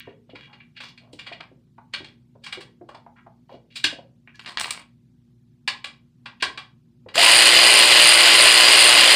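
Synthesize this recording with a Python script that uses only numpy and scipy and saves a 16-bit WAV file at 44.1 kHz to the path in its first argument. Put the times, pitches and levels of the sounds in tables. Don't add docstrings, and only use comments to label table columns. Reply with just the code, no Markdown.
import sys
import numpy as np
from scipy import signal
from scipy.fft import rfft, irfft
from scipy.io import wavfile
from scipy.ndimage import uniform_filter1d, minimum_filter1d

SR = 44100
rng = np.random.default_rng(int(sys.argv[2]) if len(sys.argv) > 2 else 0)


def field_ratio(decibels):
    return 10 ** (np.asarray(decibels, dtype=float) / 20)


def generate_wav(signal):
    frames = np.transpose(np.atleast_2d(signal))
    scaled = np.clip(frames, -1, 1) * 32767
    pcm = np.round(scaled).astype(np.int16)
    wavfile.write(sys.argv[1], SR, pcm)


N = 403515
TIME_S = np.arange(N) / SR

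# (frequency [Hz], level [dB])
HUM_LINES = [(59.5, -73), (119, -64.5), (238, -61.5), (357, -75.5)]
# (frequency [Hz], level [dB])
RUMBLE_SPECTRUM = [(60, -26), (130, 0.5), (250, -13), (330, -19), (450, -36), (4000, -40.5), (15000, -52.5)]
# (frequency [Hz], T60 [s])
GARAGE_DECAY = [(300, 0.48), (800, 0.26), (5500, 0.22), (12000, .15)]
# (time [s], peak [dB], pitch [Hz])
THUD_EVENTS = [(0.069, -31, 380), (0.289, -42.5, 501), (0.33, -36, 297), (1.129, -36, 347),
               (1.312, -33, 650), (1.399, -39, 945), (1.512, -42, 340), (1.778, -37.5, 910),
               (2.001, -34, 364), (2.35, -42.5, 475), (2.57, -31, 347), (2.809, -35.5, 354),
               (2.891, -39, 940), (2.943, -33.5, 820), (3.06, -35.5, 754), (3.262, -37.5, 755),
               (3.49, -39.5, 754), (3.538, -35.5, 463), (3.84, -29, 252), (3.923, -33.5, 480),
               (3.984, -35.5, 471), (7.059, -32, 366)]
# (start [s], length [s], rms before the stroke's swell [dB], centre [Hz])
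SCUFF_EVENTS = [(0, 0.018, -42.5, 2330), (0.023, 0.11, -53, 1860), (0.365, 0.15, -53, 2300),
                (0.473, 0.073, -55.5, 896), (0.81, 0.11, -47, 3440), (1.003, 0.14, -61, 660),
                (3.16, 0.055, -53.5, 1350), (3.485, 0.093, -59, 2924), (3.501, 0.048, -48, 553),
                (3.703, 0.039, -55, 2700), (4.343, 0.023, -50, 1680), (4.346, 0.023, -57, 4200),
                (4.393, 0.08, -68, 6800), (4.578, 0.21, -42.5, 2020), (6.4, 0.028, -44, 2600)]
# (time [s], peak near 2.5 kHz [dB], drag [ms], low ring [dB], treble [dB])
CLINK_EVENTS = [(0.2945, -45.5, 5.7, -28, -46), (0.351, -34, 4.9, 2.5, -33), (0.5253, -41, 6.5, 5, -33),
                (0.599, -41, 4.4, -11, -66), (0.762, -35, 7.3, -13, -41), (0.802, -31, 3.2, -0.5, -26),
                (0.833, -35, 3.9, 5, -26), (0.975, -39.5, 3, -12, -29), (1.128, -44, 2.8, -25, -6),
                (1.189, -30, 3.6, -4, -25), (1.262, -29.5, 6.9, 0, -30.5), (1.3207, -31, 4.9, -7, -35),
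                (1.405, -30, 1.95, 5, -36), (1.935, -21.5, 3.46, -4.5, -26), (2.044, -36, 2.2, -2, -24),
                (2.4352, -35.5, 6.4, -8, -15), (2.4612, -29, 4.4, 1.5, -21),
                (2.523, -23, 4.36, -3.5, -21.5), (2.6042, -36, 4.6, 3.5, -15), (2.888, -42, 2.5, 19, -18),
                (2.944, -43.5, 3.7, 10, -20), (3.754, -28, 6.7, -11, -15.5), (3.84, -9, 3.06, -9, -18),
                (4.275, -37.5, 0.57, -5, -94), (4.393, -29, 1.7, -1, -29.5), (4.4469, -35, 0.72, 2, -37),
                (4.4609, -25, 0.12, -1, -27), (4.481, -34, 0.46, 1, -22.5), (4.4895, -31, 0.28, 11, -13.5),
                (4.5724, -13.5, 0.4, -3, -30), (4.5981, -17.5, 0.29, 2, -8), (4.611, -22.5, 1.29, 5.5, 0),
                (4.643, -17.5, 1.22, -3, -27), (4.657, -25.5, 0.42, 14, -18), (4.685, -41, 1.3, -3, -2),
                (4.706, -21, 1.25, -0.5, -1), (4.745, -33.5, 1.02, 10.5, -27), (4.7752, -29, 0.57, 4, -32),
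                (5.6758, -14, 3.25, -6, -21.5), (5.8413, -23.5, 2.72, 0, -18), (6.256, -28.5, 3.56, 1, -30),
                (6.4228, -13.5, 3.64, 0, -19.5), (6.574, -26.5, 2.7, 0.5, -25), (7.0847, -37, 2.8, 5, -27),
                (7.156, -14.5, 0.73, 7, 1)]
BLOW_BANDS_HZ = [1070, 2500, 4500, 8500]
# (frequency [Hz], width [Hz], level under the hand [dB], level under the socket [dB])
STEEL_MODES = [(1070, 50, -1, 5), (1640, 90, -6, 0), (1950, 80, -4, -3), (2330, 100, 2, 2),
               (2860, 55, 3, -2), (3300, 55, 2, 2), (3820, 65, -4, -4), (4340, 90, -2, -12),
               (4720, 110, -8, -5), (15220, 50, 6, -8)]
# (frequency [Hz], gain [dB])
MIC_TONE = [(500, -9), (900, 2), (5000, 8.5), (6000, 0.5), (8500, 12.5), (11000, -6.5), (13500, -20),
            (15200, -5.5)]
# (place [turns], level [dB])
YOKE_KNOCKS = [(.92, 2), (.08, 0), (.46, 2), (.56, -2)]
# (place [turns], level [dB])
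PAWL_CLICKS = [(.81, 27), (.39, 19)]
# (frequency [Hz], level [dB per Hz])
RATTLE_SPECTRUM = [(40, -38), (266, -19), (378, -17.5), (607, -5.5), (1050, -8.5), (1250, -7.5), (2920, 3),
                   (3750, -3.5), (4820, -2), (5700, -30), (7100, -11.5), (9210, -16.5), (12600, -47),
                   (15600, -42)]
# (frequency [Hz], width [Hz], level [dB])
TOOL_MODES = [(1040, 120, -10), (2010, 120, 0), (2880, 300, 4), (4190, 200, 4), (4840, 110, 6)]
# (multiple of crank rate, level [dB])
CRANK_ORDERS = [(7, -40), (9, -38), (10, -36.5), (17, -36.5), (18, -39.5), (19, -37.5)]
# (multiple of motor rate, level [dB])
MOTOR_ORDERS = [(0.99, -38)]

RUMBLE_DB = -58.5
SCUFF_GRAINS_PER_S, SCUFF_SPREAD_DB = 1300, 6
SCUFF_SPAN, SCUFF_SKIRT_DB = 1.42, -22
SCUFF_RING_SHARE = .8
SQUEAK_SHARE, SQUEAK_SAG = .35, .06
LEAD_DRAGS, LEAD_DB = 2.5, -34
LOOSE_MS, LOOSE_RING_DB, HELD_RING_DB = 2, -13, -6.5
SOCKET_FROM_S = 5
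UPPER_DB, UPPER_SHARE = 2, 0.35
CRANK_HZ, MOTOR_HZ, START_S, SPIN_UP_S = 59.89, 340.6, 7.14, .043
CRANK_AT_8S_TURNS = -.43
SOCKET_PERIOD_S, CATCH_AT_S, CATCH_DEPTH_TURNS, BITE_AT_S, BITE_DB = .37, 7.84, .04, 7.72, 3
RATTLE_DB, RATTLE_POWER, PAWL_DB, PAWL_POWER = -10.5, 0.66, -21.5, 0.3
WHINE_HZ, WHINE_FROM_S, WHINE_RISE_S = 1140, 7.125, .065
WHINE_DB, WHINE_IN_S, WHINE_END_S, WHINE_OUT_S = -31, 0.028, 7.28, 0.011
WHINE_RING_DB = 7
WHINE_ROUGH_DB, WHINE_JITTER = 5, .02


def evened(x):
    return x / np.sqrt(np.mean(x ** 2) + 1e-20)


def read(points, hz):
    f, value = np.transpose(points)
    return np.interp(np.log(hz + 1), np.log(f + 1), value)


def add(mix, start_s, sound):
    part = mix[round(start_s * SR):][:len(sound)]
    part += sound[:len(part)]


def colour(x, points):
    gain = field_ratio(read(points, np.fft.rfftfreq(len(x), 1 / SR)))
    return irfft(rfft(x) * gain, len(x))


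def resonate(x, hz, width_hz):
    r = np.exp(-np.pi * width_hz / SR)
    return 2 * signal.lfilter([1 - r], [1, -r * np.exp(2j * np.pi * hz / SR)], x).real


def garage(x, wet_db):
    echoes = rng.choice([-1., 1.], SR // 2) * (rng.random(SR // 2) < .1)
    hz, t, z = signal.stft(echoes, SR, nperseg=128)
    decay = field_ratio(-60 * t / read(GARAGE_DECAY, hz)[:, None])
    tail = signal.istft(z * decay, SR, nperseg=128)[1]
    tail *= np.clip(np.arange(len(tail)) / (0.00073 * SR), 0, 1)
    return x + field_ratio(wet_db) * signal.oaconvolve(x, tail / np.linalg.norm(tail))[:N]


def hum():
    waver = uniform_filter1d(rng.standard_normal((2, len(HUM_LINES), N)), 3000, axis=2) * np.sqrt(3000)
    lines = np.zeros(N)
    for (hz, db), level_waver, phase_waver in zip(HUM_LINES, *waver):
        phase = hz * TIME_S + 0.12 * hz / 240 * phase_waver
        lines += field_ratio(db + 2.0 * level_waver) * np.sin(2 * np.pi * phase)
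    rumble = evened(colour(rng.standard_normal(N), RUMBLE_SPECTRUM))
    return np.sqrt(2) * lines + field_ratio(RUMBLE_DB) * rumble


def thud(peak_db, hz):
    t = np.arange(4096) / SR
    push = rng.standard_normal(len(t)) * np.exp(-t / .008) * np.clip(t / .005, 0, 1) ** 2
    sound = resonate(resonate(push, hz, 50 + 0.42 * hz), hz, 540)
    sound += 0.26 * resonate(resonate(push, 0.54 * hz, 400), 0.54 * hz, 400)
    sound = resonate(sound, hz, 3 * hz)
    return field_ratio(peak_db) * sound / abs(sound).max()


def scuff(length_s, db, hz):
    t = np.arange(0, length_s, 1 / SR)
    spread = field_ratio(SCUFF_SPREAD_DB * np.minimum(rng.exponential(1, len(t)), 3))
    size = spread * rng.standard_normal(len(t))
    grains = size * (rng.random(len(t)) < SCUFF_GRAINS_PER_S / SR) + 0.046 * rng.standard_normal(len(t))
    ring = sum(field_ratio(db_hand) * evened(resonate(grains, f, width))
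               for f, width, db_hand, _ in STEEL_MODES[:-1])
    sound = evened(grains) + SCUFF_RING_SHARE * evened(ring)
    squeak_hz = hz * (1 - SQUEAK_SAG * (t / length_s - .5))
    carrier = np.exp(2j * np.pi * np.cumsum(squeak_hz) / SR)
    fuzz = uniform_filter1d(rng.standard_normal(len(t)), size=400)
    sound += SQUEAK_SHARE * evened((carrier * fuzz).real)
    band = [(hz / SCUFF_SPAN ** 3, SCUFF_SKIRT_DB), (hz / SCUFF_SPAN, 0), (hz * SCUFF_SPAN, 0),
            (hz * SCUFF_SPAN ** 3, SCUFF_SKIRT_DB), (hz * SCUFF_SPAN ** 6, 2 * SCUFF_SKIRT_DB)]
    stroke = np.sin(np.pi * (t / length_s) ** .6)
    return field_ratio(db) * evened(colour(sound, band)) * stroke


def clink(strike_s, peak_db, drag_ms, low_db, treble_db):
    t = np.arange(8192) / SR
    drags = t * 1000 / drag_ms
    u = np.maximum(drags - LEAD_DRAGS, 0)
    grit, chance = rng.standard_normal((3, len(u))), rng.standard_normal((len(STEEL_MODES), 2))
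    rubbing = field_ratio(-24 + 65 * uniform_filter1d(grit[2], size=150)) * np.exp(-t / .04) * np.clip(u, 0, 1)
    soft = np.interp(peak_db, [-26, -12], [2, .8])
    scrape = u ** soft * np.exp(-(.3 + 0.55 * soft) * u)
    slide = (strike_s < SOCKET_FROM_S) * field_ratio(LEAD_DB) * drags / LEAD_DRAGS * np.exp(-u)
    burst = grit[0] * field_ratio(1.4 * abs(grit[1])) * (scrape + rubbing + slide)
    ring = np.zeros(len(t))
    for (hz, width, *mode_db), (level, detune) in zip(STEEL_MODES, chance):
        mode = evened(resonate(burst, hz * (1 + detune / 130), width))
        ring += field_ratio(mode_db[strike_s > SOCKET_FROM_S] + 3 * level) * mode
    ring_db = LOOSE_RING_DB if drag_ms < LOOSE_MS else HELD_RING_DB
    sound = evened(burst) + field_ratio(ring_db) * evened(ring)
    band_db = [low_db, 0, UPPER_DB + UPPER_SHARE * treble_db, treble_db]
    levels = [(600, low_db + 2.5), (1500, low_db / 2)] + list(zip(BLOW_BANDS_HZ, band_db))
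    sound = colour(colour(sound, sorted(levels)), MIC_TONE)
    sound *= np.cos(np.pi / 2 * t / t[-1])
    return field_ratio(peak_db) * sound / abs(resonate(sound, BLOW_BANDS_HZ[1], 1200)).max()


def whine():
    t = np.arange(START_S, START_S + .3, 1 / SR)
    hz = WHINE_HZ * (1 - np.exp((WHINE_FROM_S - t) / WHINE_RISE_S))
    pitch, rough = evened(uniform_filter1d(rng.standard_normal((2, len(t))), size=400, axis=1))
    hz = hz * (1 + WHINE_JITTER * pitch)
    ring_hz, width_hz, _ = TOOL_MODES[0]
    ring_boost_db = WHINE_RING_DB / (1 + (2 * (hz - ring_hz) / width_hz) ** 2)
    db = WHINE_DB + WHINE_ROUGH_DB * rough + ring_boost_db
    fade_in = np.clip((t - START_S) / WHINE_IN_S, 0, 1) ** 2
    fade_out = np.exp(np.minimum(WHINE_END_S - t, 0) / WHINE_OUT_S)
    return np.sqrt(2) * field_ratio(db) * fade_in * fade_out * np.sin(2 * np.pi * np.cumsum(hz) / SR)


def blows(turns, pattern, jitter_turns, spread_db):
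    whole, out = np.arange(np.ceil(turns[0]), turns[-1])[:, None], np.zeros(len(turns))
    place, db = np.transpose(pattern)
    late, louder = rng.standard_normal((2, len(whole), len(place)))
    at = np.searchsorted(turns, whole + place + jitter_turns * late).clip(0, len(turns) - 1)
    np.add.at(out, at, field_ratio(db + spread_db * louder))
    return out


def gear_rattle(turns, fade):
    knocks = blows(turns, YOKE_KNOCKS, 0.026, spread_db=2.5)
    swell = 0.45 + evened(np.convolve(knocks, fade)[:len(turns)])
    grit = rng.standard_normal(len(turns)) * field_ratio(2.35 * rng.exponential(1, len(turns)))
    rattle = evened(grit * swell)
    rings = sum(field_ratio(db) * evened(resonate(rattle, hz, width)) for hz, width, db in TOOL_MODES)
    return evened(evened(colour(rattle, RATTLE_SPECTRUM)) + 0.45 * evened(rings))


def pawl(t, turns, fade):
    catch = turns - CATCH_DEPTH_TURNS * np.cos(2 * np.pi * (t - CATCH_AT_S) / SOCKET_PERIOD_S)
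    clicks = blows(catch, PAWL_CLICKS, .02, spread_db=2)
    clicks = np.convolve(clicks, fade * (1 - fade ** 3))[:len(t)] * rng.standard_normal(len(t))
    clicks *= field_ratio(BITE_DB * np.cos(2 * np.pi * (t - BITE_AT_S) / SOCKET_PERIOD_S))
    ringing = resonate(clicks, 8830, 620) + resonate(clicks, 9400, 690)
    return evened(resonate(ringing, 8730, 2250))


def drive_tones(turns):
    waver = uniform_filter1d(rng.standard_normal((len(CRANK_ORDERS), len(turns))), 5000, axis=1)
    waver *= np.sqrt(5000)
    tones = np.zeros(len(turns))
    for (order, db), w in zip(CRANK_ORDERS, waver):
        tones += field_ratio(db + 2.8 * w) * np.sin(2 * np.pi * (order * turns + 0.15 * w + rng.random()))
    for order, db in MOTOR_ORDERS:
        tones += field_ratio(db) * np.sin(2 * np.pi * order * MOTOR_HZ / CRANK_HZ * turns)
    return np.sqrt(2) * tones


def ratchet():
    t = TIME_S[TIME_S >= START_S]
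    lag = np.exp((START_S - t) / SPIN_UP_S)
    speed = 1 - lag
    turns = CRANK_HZ * (t - 8 + SPIN_UP_S * lag) + CRANK_AT_8S_TURNS
    fade = np.exp(-np.arange(600) / SR / 0.0043)
    impacts = field_ratio(RATTLE_DB) * speed ** RATTLE_POWER * gear_rattle(turns, fade)
    impacts += field_ratio(PAWL_DB) * speed ** PAWL_POWER * pawl(t, turns, fade)
    out = np.zeros(N)
    add(out, START_S, impacts)
    out = garage(out, wet_db=-16)
    add(out, START_S, drive_tones(turns) * np.clip((t - START_S) / 0.24, 0, 1))
    return out


def scene():
    steel, loose, pan = np.zeros((3, N))
    for time_s, *row in THUD_EVENTS:
        add(pan, time_s, thud(*row))
    for start_s, *row in SCUFF_EVENTS:
        add(steel, start_s, scuff(*row))
    for strike_s, *row in CLINK_EVENTS:
        drag_ms = row[1]
        part = loose if drag_ms < LOOSE_MS else steel
        add(part, strike_s - LEAD_DRAGS * drag_ms / 1000, clink(strike_s, *row))
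    add(pan, START_S, whine())
    handling = garage(steel, wet_db=-2.5) + garage(loose, wet_db=-9) + garage(pan, wet_db=-5)
    return (hum() + handling + ratchet())[None]


def suppressed(x, gate_db, depth_db):
    hz, t, z = signal.stft(x, SR, nperseg=512, noverlap=384)
    power = uniform_filter1d(uniform_filter1d(abs(z) ** 2, size=5, axis=0), size=5, axis=1)
    gate = field_ratio(2 * gate_db) / (1 + (hz[:, None] / 2500) ** 2)
    keep = np.maximum(1 - gate / (power + 1e-20), field_ratio(-depth_db))
    keep[hz < 450] = 1
    return signal.istft(z * keep, SR, nperseg=512, noverlap=384)[1][:N]


def limiter_gain(x):
    room_left = np.minimum(1, .99 / (abs(x) + 1e-9))
    return uniform_filter1d(minimum_filter1d(room_left, size=61), size=41)


def band_limit(x):
    return signal.sosfilt(signal.butter(12, 15710, fs=SR, output="sos"), x)


def record(dry):
    heard = colour(dry[0], [(25, -30), (55, 0), (15400, 0), (15600, -50)])
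    held = suppressed(heard, gate_db=-99.0, depth_db=12.0) * limiter_gain(heard)
    return band_limit(held[None])


dry = scene()
out = record(dry)
generate_wav(out)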